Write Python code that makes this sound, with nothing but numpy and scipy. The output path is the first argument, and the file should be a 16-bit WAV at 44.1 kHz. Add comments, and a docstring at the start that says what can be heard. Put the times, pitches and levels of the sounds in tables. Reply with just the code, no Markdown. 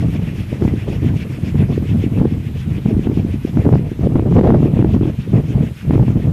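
"""A two-bladed wooden propeller spins on a tall pole over open fields: edge noise swells and drops at each pass.
Gusty wind buffets the microphone port: bands of noise lurch together as a lumpy rumble, and eddies
add thumps, short pressure swings that overload the input. A smooth rush of air and hiss, steady noise,
lies beneath. The recorder's gain control ducks the swish and the hiss after the strongest gusts."""
import sys
import numpy as np
from scipy import signal
from scipy.io import wavfile
from scipy.ndimage import uniform_filter1d, minimum_filter1d

SR = 44100
rng = np.random.default_rng(int(sys.argv[2]) if len(sys.argv) > 2 else 0)


def output_pcm(signal):
    """Save a mono or channel-first signal as 16-bit PCM at the path in sys.argv[1].

    Samples are clipped to [-1, 1] before scaling.
    """
    pcm = np.clip(np.atleast_2d(signal).T, -1, 1) * 32767
    wavfile.write(sys.argv[1], SR, np.round(pcm).astype(np.int16))


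N = 278712


def from_db(db):
    """Decibel law: 20 dB is a tenfold amplitude."""
    return 10 ** (np.asarray(db) / 20)


def rms_one(x):
    """Power normalisation: scale to a root mean square of 1."""
    return x / np.sqrt(np.mean(x ** 2) + 1e-20)


def at_hz(points, hz):
    """Spectral envelope: dB read along a logarithmic frequency axis, -70 outside the points."""
    point_hz, point_db = np.array(points).T
    return np.interp(np.log(hz), np.log(point_hz), point_db, left=-70, right=-70)


def drift(corner_hz):
    """Low-pass random fluctuation: noise at every 40th sample through two equal poles; spread 1."""
    step = 40
    r = np.exp(-2 * np.pi * step * corner_hz / SR)
    white = rng.standard_normal(N // step + 2002)
    slow = signal.lfilter([1], [1, -2 * r, r * r], white)[2000:]   # the filter has settled
    return np.interp(np.arange(N) / step, np.arange(len(slow)), rms_one(slow))


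def bands(first_hz, count, per_octave=2):
    """Filter-bank analysis: yields centre Hz and noise of each band; neighbours are unrelated."""
    white = rng.standard_normal((2, N + 8000))
    for k in range(count):
        low = first_hz * 2 ** (k / per_octave)
        high = first_hz * 2 ** ((k + 1) / per_octave)
        sos = signal.butter(2, [low, high], "band", fs=SR, output="sos")
        yield np.sqrt(low * high), signal.sosfilt(sos, white[k % 2])[-N:]


# Strength of the wind on the microphone port. Each row: time in seconds, relative rumble level in dB,
# flutter above the rumble in dB.
WIND_GUSTS = [(0.0, -14, -15), (0.46, -24, -11.5), (0.599, -25.5, -5.5), (0.63, -11.5, -7),
              (0.7, -17, -11.5), (0.86, -21.5, -7), (1.07, -13, -20.5), (1.27, -26, -9.5), (1.53, -19, -13),
              (1.56, -12.5, -18), (1.68, -18.5, -16), (2.14, -19, -13.5), (2.252, -9.5, -7.5),
              (2.29, -18, -12.5), (2.5, -24.5, -21.5), (2.78, -17, -19.5), (2.841, -28.5, -21),
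              (2.859, -15, -10.5), (3.1, -17.5, -10), (3.38, -21, -14), (3.41, -27.5, -20),
              (3.541, -23.5, -10), (3.58, -8.5, -17.5), (3.63, -26.5, -11), (3.659, -10, -4.5),
              (3.75, -8.5, -11), (3.86, -22, -15), (3.97, -22.5, -13.5), (4.03, -12, -10.5),
              (4.26, -16, -5.5), (4.35, -5, -13.5), (4.43, -13, 0), (4.65, -9.5, -6.5),
              (4.71, -20.5, -10.5), (4.82, -9.5, -8.5), (5.1, -13, -11.5), (5.16, -30, -14),
              (5.189, -15, -31), (5.24, -26, -13), (5.37, -9.5, -16), (5.46, -22.5, -13.5),
              (5.58, -11.5, -13.5), (5.72, -22.5, -18), (5.78, -36, -21), (5.87, -17, -20),
              (5.908, -11, -12.5), (6.21, -15.5, -12), (6.32, -17, -18)]
# Colour of the wind at the reference flutter. Each row: frequency in Hz, relative density in dB per Hz.
WIND_COLOUR = [(12, -49), (20, -17.5), (92, 3), (145, 3), (313, -10.5), (552, -23.5), (1030, -88),
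               (1600, -46), (2080, -73), (3520, -120)]
FLUTTER_REFERENCE_DB = -9   # flutter at which the wind has the colour above


def buffet(lumpy_db, own_db):
    """Turbulent pressure on the port: all bands lurch together, the upper ones more; flutter tilts the colour."""
    s, rumble_db, flutter_db = np.transpose(WIND_GUSTS)
    t = np.arange(N) / SR
    rumble = np.interp(t, s, rumble_db)
    flutter = np.interp(t, s, flutter_db) - FLUTTER_REFERENCE_DB
    # the deepest eddies are large and follow the gusts slowly: smoothed over 0.2 s
    smoothing = uniform_filter1d(rumble, int(.2 * SR)) - rumble
    lumps, out = drift(30.4), 0
    for hz, noise in bands(20, count=13):
        upper = np.clip(np.log2(hz / 170) / 1.08, 0, 1.3)
        deep = np.clip(np.log2(95 / hz) * 0.16, 0, 1)
        gust_db = upper * flutter + deep * smoothing
        chance_db = lumpy_db * (0.64 + upper) * lumps + own_db * drift(19)
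        out = out + from_db(at_hz(WIND_COLOUR, hz) + gust_db + chance_db) * noise
    return from_db(rumble + 2.0) * rms_one(out)


# Steady wind rush over the fields and microphone hiss. Each row: frequency in Hz,
# relative density in dB per Hz.
RUSH_COLOUR = [(150, -8), (250, -0.5), (400, 0.5), (700, -11), (1100, -5.5), (1700, -8.5), (2600, -6.5),
               (4400, -17), (7300, -19.5), (13900, -20)]
AIR_DB = -46.5   # rms level ahead of the recorder


def air(patchy_db):
    """Broadband noise: a smooth rush under the swishes, each band drifting a little."""
    out = 0
    for hz, noise in bands(160, count=20, per_octave=3):
        band_db = at_hz(RUSH_COLOUR, min(hz, 13000)) + patchy_db * drift(9.7)
        out = out + from_db(band_db) * noise
    return from_db(AIR_DB) * rms_one(out)


# Speed of the propeller. Each row: time in seconds, rate in turns per second.
TURN_RATE = [(0, 3.808), (0.9, 3.754), (1.7, 3.62), (2.05, 3.502), (4.2, 3.42), (4.6, 3.375), (5.1, 3.486),
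             (6.32, 3.452)]
# Strength of the swishes. Each row: time in seconds, relative peak level in dB.
SWISH_LEVEL = [(0, -37.5), (.8, -36), (1.7, -36.5), (2.25, -40.5), (2.55, -38), (3.4, -40.5), (3.8, -40),
               (4.15, -43.5), (4.75, -37), (6.32, -40)]
FIRST_PASS_TURNS = 0.078
BLUNT_OFFSET_DB, PASS_SPREAD_DB = -0.3, 0.28   # offset of the blunt blade, spread from pass to pass


def passes():
    """Blade-passing rate: one pass every half turn, blunt and sharp in turn; rows of s and relative peak dB."""
    t = np.arange(N) / SR
    turns = np.cumsum(np.interp(t, *np.transpose(TURN_RATE))) / SR
    s = np.interp(np.arange(FIRST_PASS_TURNS, turns[-1], .5), turns, t)
    spread = PASS_SPREAD_DB * rng.standard_normal(64)[:len(s)]
    db = np.interp(s, *np.transpose(SWISH_LEVEL)) + spread
    db[0::2] += BLUNT_OFFSET_DB
    return np.transpose([s, db])


RISE_S, FALL_S = 0.05, 0.02   # Gaussian widths before and after the peak


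def sweep(rows, lead_s):
    """Amplitude modulation: a blade swells as it comes round and drops fast once it has passed."""
    t, out = np.arange(0, N + 64, 64) / SR, 0   # every 64th sample is fine enough
    for s, peak_db in rows:
        late = t - s + lead_s
        width = np.where(late < 0, RISE_S, FALL_S)
        out = out + from_db(peak_db) * np.exp(-(late / width) ** 2 / 2)
    return np.interp(np.arange(N) / SR, t, out)


# Swish colours of the two blades. Each row: frequency in Hz, relative density in dB per Hz.
BLUNT_COLOUR = [(700, -7), (1300, -6), (1900, 2), (2400, 2.5), (3000, 3.5), (3600, -21.5), (4400, -14),
                (6000, -18), (7500, -23), (13500, -26.5)]
SHARP_COLOUR = [(700, -12), (1300, -7), (1900, 0), (2400, 1.5), (3000, 3), (3600, -18), (4400, -10.5),
                (6000, -13), (7500, -24.5), (13500, -24)]
LEAD_S_PER_OCTAVE = 0.0045   # how much earlier each higher octave peaks


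def propeller(ragged_db):
    """Edge noise of both blades: treble peaks a little before the lower part, so each swish falls."""
    out, rows = 0, passes()
    for hz, noise in bands(700, count=13, per_octave=3):
        lead_s = LEAD_S_PER_OCTAVE * np.log2(hz / 2500)
        blunt = from_db(at_hz(BLUNT_COLOUR, hz)) * sweep(rows[0::2], lead_s)
        sharp = from_db(at_hz(SHARP_COLOUR, hz)) * sweep(rows[1::2], lead_s)
        out = out + (blunt + sharp) * from_db(ragged_db * drift(21)) * noise
    return from_db(6.0) * out


def push(hz, t):
    """Damped oscillation: a pressure swing of about one cycle round t = 0, dying more slowly than it came."""
    cycles = t * hz
    width = np.where(cycles < 0, .45, .7)
    return np.sin(2 * np.pi * cycles + 0.94) * np.exp(-(cycles / width) ** 2)


EDDIES_PER_S, EDDY_OVER_RUMBLE_DB, EDDY_SPREAD_DB = 14, 3, 1   # above the rumble column of the gusts
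EDDY_LOW_HZ, EDDY_HIGH_HZ, EDDY_EDGE_DB = 176, 346, -47   # so faint an edge leaves them dull


def eddies():
    """Random shedding: lesser eddies at chance times, as strong as the gust they ride on; rows as for thumps."""
    s, rumble_db, _ = np.transpose(WIND_GUSTS)
    when, pitch, size = rng.random((round(EDDIES_PER_S * N / SR), 3)).T
    when = .02 + when * (N / SR - .04)   # clear of both ends
    spread_db = EDDY_SPREAD_DB * (2 * size - 1)
    peak_db = np.interp(when, s, rumble_db) + EDDY_OVER_RUMBLE_DB + spread_db
    hz = EDDY_LOW_HZ * (EDDY_HIGH_HZ / EDDY_LOW_HZ) ** pitch
    return list(zip(when, peak_db, hz, np.full(len(hz), EDDY_EDGE_DB)))


# The strongest eddies bursting on the port. Each row: crest time in seconds, relative peak level in dB,
# pitch in Hz, sharp edge against the push in dB.
STRONG_EDDIES = [(0.623, -3, 300, -12), (0.639, -13, 234, -27), (0.652, -0.5, 206, -10),
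                 (0.679, -4, 243, -15), (0.739, -4, 256, -28), (1.436, -8, 200, -30),
                 (1.556, 0.5, 149, -16), (1.779, -3.5, 326, -38), (1.915, -8, 226, -40),
                 (1.95, -5.5, 160, -35), (2.041, -5.5, 276, -45), (2.065, -4, 220, -35),
                 (2.122, -7.5, 200, -28), (2.175, -12, 233, -12), (2.199, -13, 222, -10),
                 (2.216, 1.5, 204, -23), (2.256, 0, 325, -39), (2.324, -4.5, 196, -40),
                 (2.86, 2.5, 157, -13.5), (2.887, -4, 214, -36), (2.913, -9.5, 337, -26),
                 (2.929, -3, 203, -40), (2.968, -4, 256, -26), (2.994, -5, 272, -28),
                 (3.072, -3.5, 262, -10), (3.099, -5, 266, -33), (3.174, -2.5, 260, -39),
                 (3.25, -4.5, 237, -37), (3.343, -6.5, 217, -39), (3.451, -3, 272, -36),
                 (3.573, 0, 223, -12), (3.665, 1, 278, -33), (3.691, -4.5, 333, -8.5), (3.727, -6, 257, -9),
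                 (3.738, 10.5, 185, -8.5), (3.756, 0, 298, -5), (3.918, -7.5, 270, -23),
                 (3.994, -6, 260, -30), (4.033, 0.5, 197, -26), (4.072, -0.5, 383, -28),
                 (4.157, 9.5, 254, -8.5), (4.196, -2, 272, -8), (4.225, -6.5, 306, -22),
                 (4.312, -6, 219, -22), (4.325, -8.5, 304, -5), (4.373, -11, 322, -3), (4.412, 0, 326, -10),
                 (4.448, -1, 268, -13), (4.464, -2, 423, -18), (4.505, -4, 273, -3),
                 (4.523, 13.5, 252, -12), (4.556, -2.5, 261, -10), (4.605, 1, 231, -23),
                 (4.63, -1, 259, -18), (4.659, 2, 275, -23), (4.738, 2, 170, -32), (4.792, 0.5, 330, -25),
                 (4.826, 0.5, 246, -10.5), (4.847, 5, 297, -8), (4.964, -1, 244, -32),
                 (5.012, 1.5, 280, -16), (5.056, -3.5, 247, -20), (5.333, -5.5, 268, -23),
                 (5.351, -6, 202, -31), (5.192, -8, 169, -37), (5.504, -11, 190, -24),
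                 (5.556, -5, 158, -25), (5.611, -2.5, 177, -13.5), (5.909, -0.5, 237, -9),
                 (5.957, -1, 299, -10), (5.98, -6, 285, -11), (5.997, 3.5, 183, -8.5),
                 (6.082, -4, 251, -9.5), (6.158, -3, 230, -19), (6.284, -3.5, 158, -30)]
EDGE_HZ = 726
SNAP_HZ, SNAP_DB = 1500, -12   # the edge's brightest part, against the edge


def thumps():
    """Pressure impulses: each eddy is a low push; strong ones may carry a sharp edge, lesser ones sound dull."""
    rows = list(STRONG_EDDIES) + eddies()
    out, signs = np.zeros(N), rng.choice([-1, 1], len(rows))
    around = np.arange(-400, 800)   # samples from the crest
    t = around / SR
    edge = push(EDGE_HZ, t) + from_db(SNAP_DB) * push(SNAP_HZ, t)
    for (s, peak_db, hz, edge_db), sign in zip(rows, signs):
        pulse = sign * (push(hz, t) + from_db(edge_db) * edge)
        out[round(s * SR) + around] += from_db(peak_db) * pulse
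    return out


def scene():
    """Superposition: wind, propeller and air add at the microphone, in one channel."""
    wind = buffet(lumpy_db=3.5, own_db=1.12) + thumps()
    return (wind + propeller(ragged_db=2.6) + air(patchy_db=1.5))[None]


BASS_CUT_HZ, TREBLE_CUT_HZ = 36.7, 13990
KNEE_DB, RATIO = -3.5, 0.13   # RATIO is dB of gain lost per dB held above the knee
ATTACK_S, RELEASE_DB_PER_S = 0.0097, 9   # the release is the fall of the held excess
CLIP_TOP, CLIP_HARDNESS = .73, 9
LIMITER_S, LIMITER_HEADROOM = 0.0013, 1.3


def record(dry):
    """Dynamic range compression: bass cut, gain ducking, a quick limiter, flattened tops and treble cut."""
    x = signal.sosfilt(signal.butter(2, BASS_CUT_HZ, "high", fs=SR, output="sos"), dry)
    # gain drops after loud peaks and creeps back
    ramp = RELEASE_DB_PER_S * np.arange(N) / SR
    over_db = np.maximum(20 * np.log10(np.abs(x) + 1e-9) - KNEE_DB, 0)
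    held_db = np.maximum.accumulate(over_db + ramp, axis=1) - ramp
    r = np.exp(-1 / (ATTACK_S * SR))
    duck_db = RATIO * signal.lfilter([1 - r], [1, -r], held_db)
    x = x * from_db(-duck_db) / CLIP_TOP
    # the limiter looks about a millisecond each way and lets peaks only just past the top
    span = int(LIMITER_S * SR)
    allowed = np.minimum(1, LIMITER_HEADROOM / (np.abs(x) + 1e-9))
    x = x * uniform_filter1d(minimum_filter1d(allowed, span), span)
    x = CLIP_TOP * x / (1 + np.abs(x) ** CLIP_HARDNESS) ** (1 / CLIP_HARDNESS)
    return signal.sosfilt(signal.ellip(14, .1, 60, TREBLE_CUT_HZ, fs=SR, output="sos"), x)


dry = scene()
out = record(dry)
output_pcm(out)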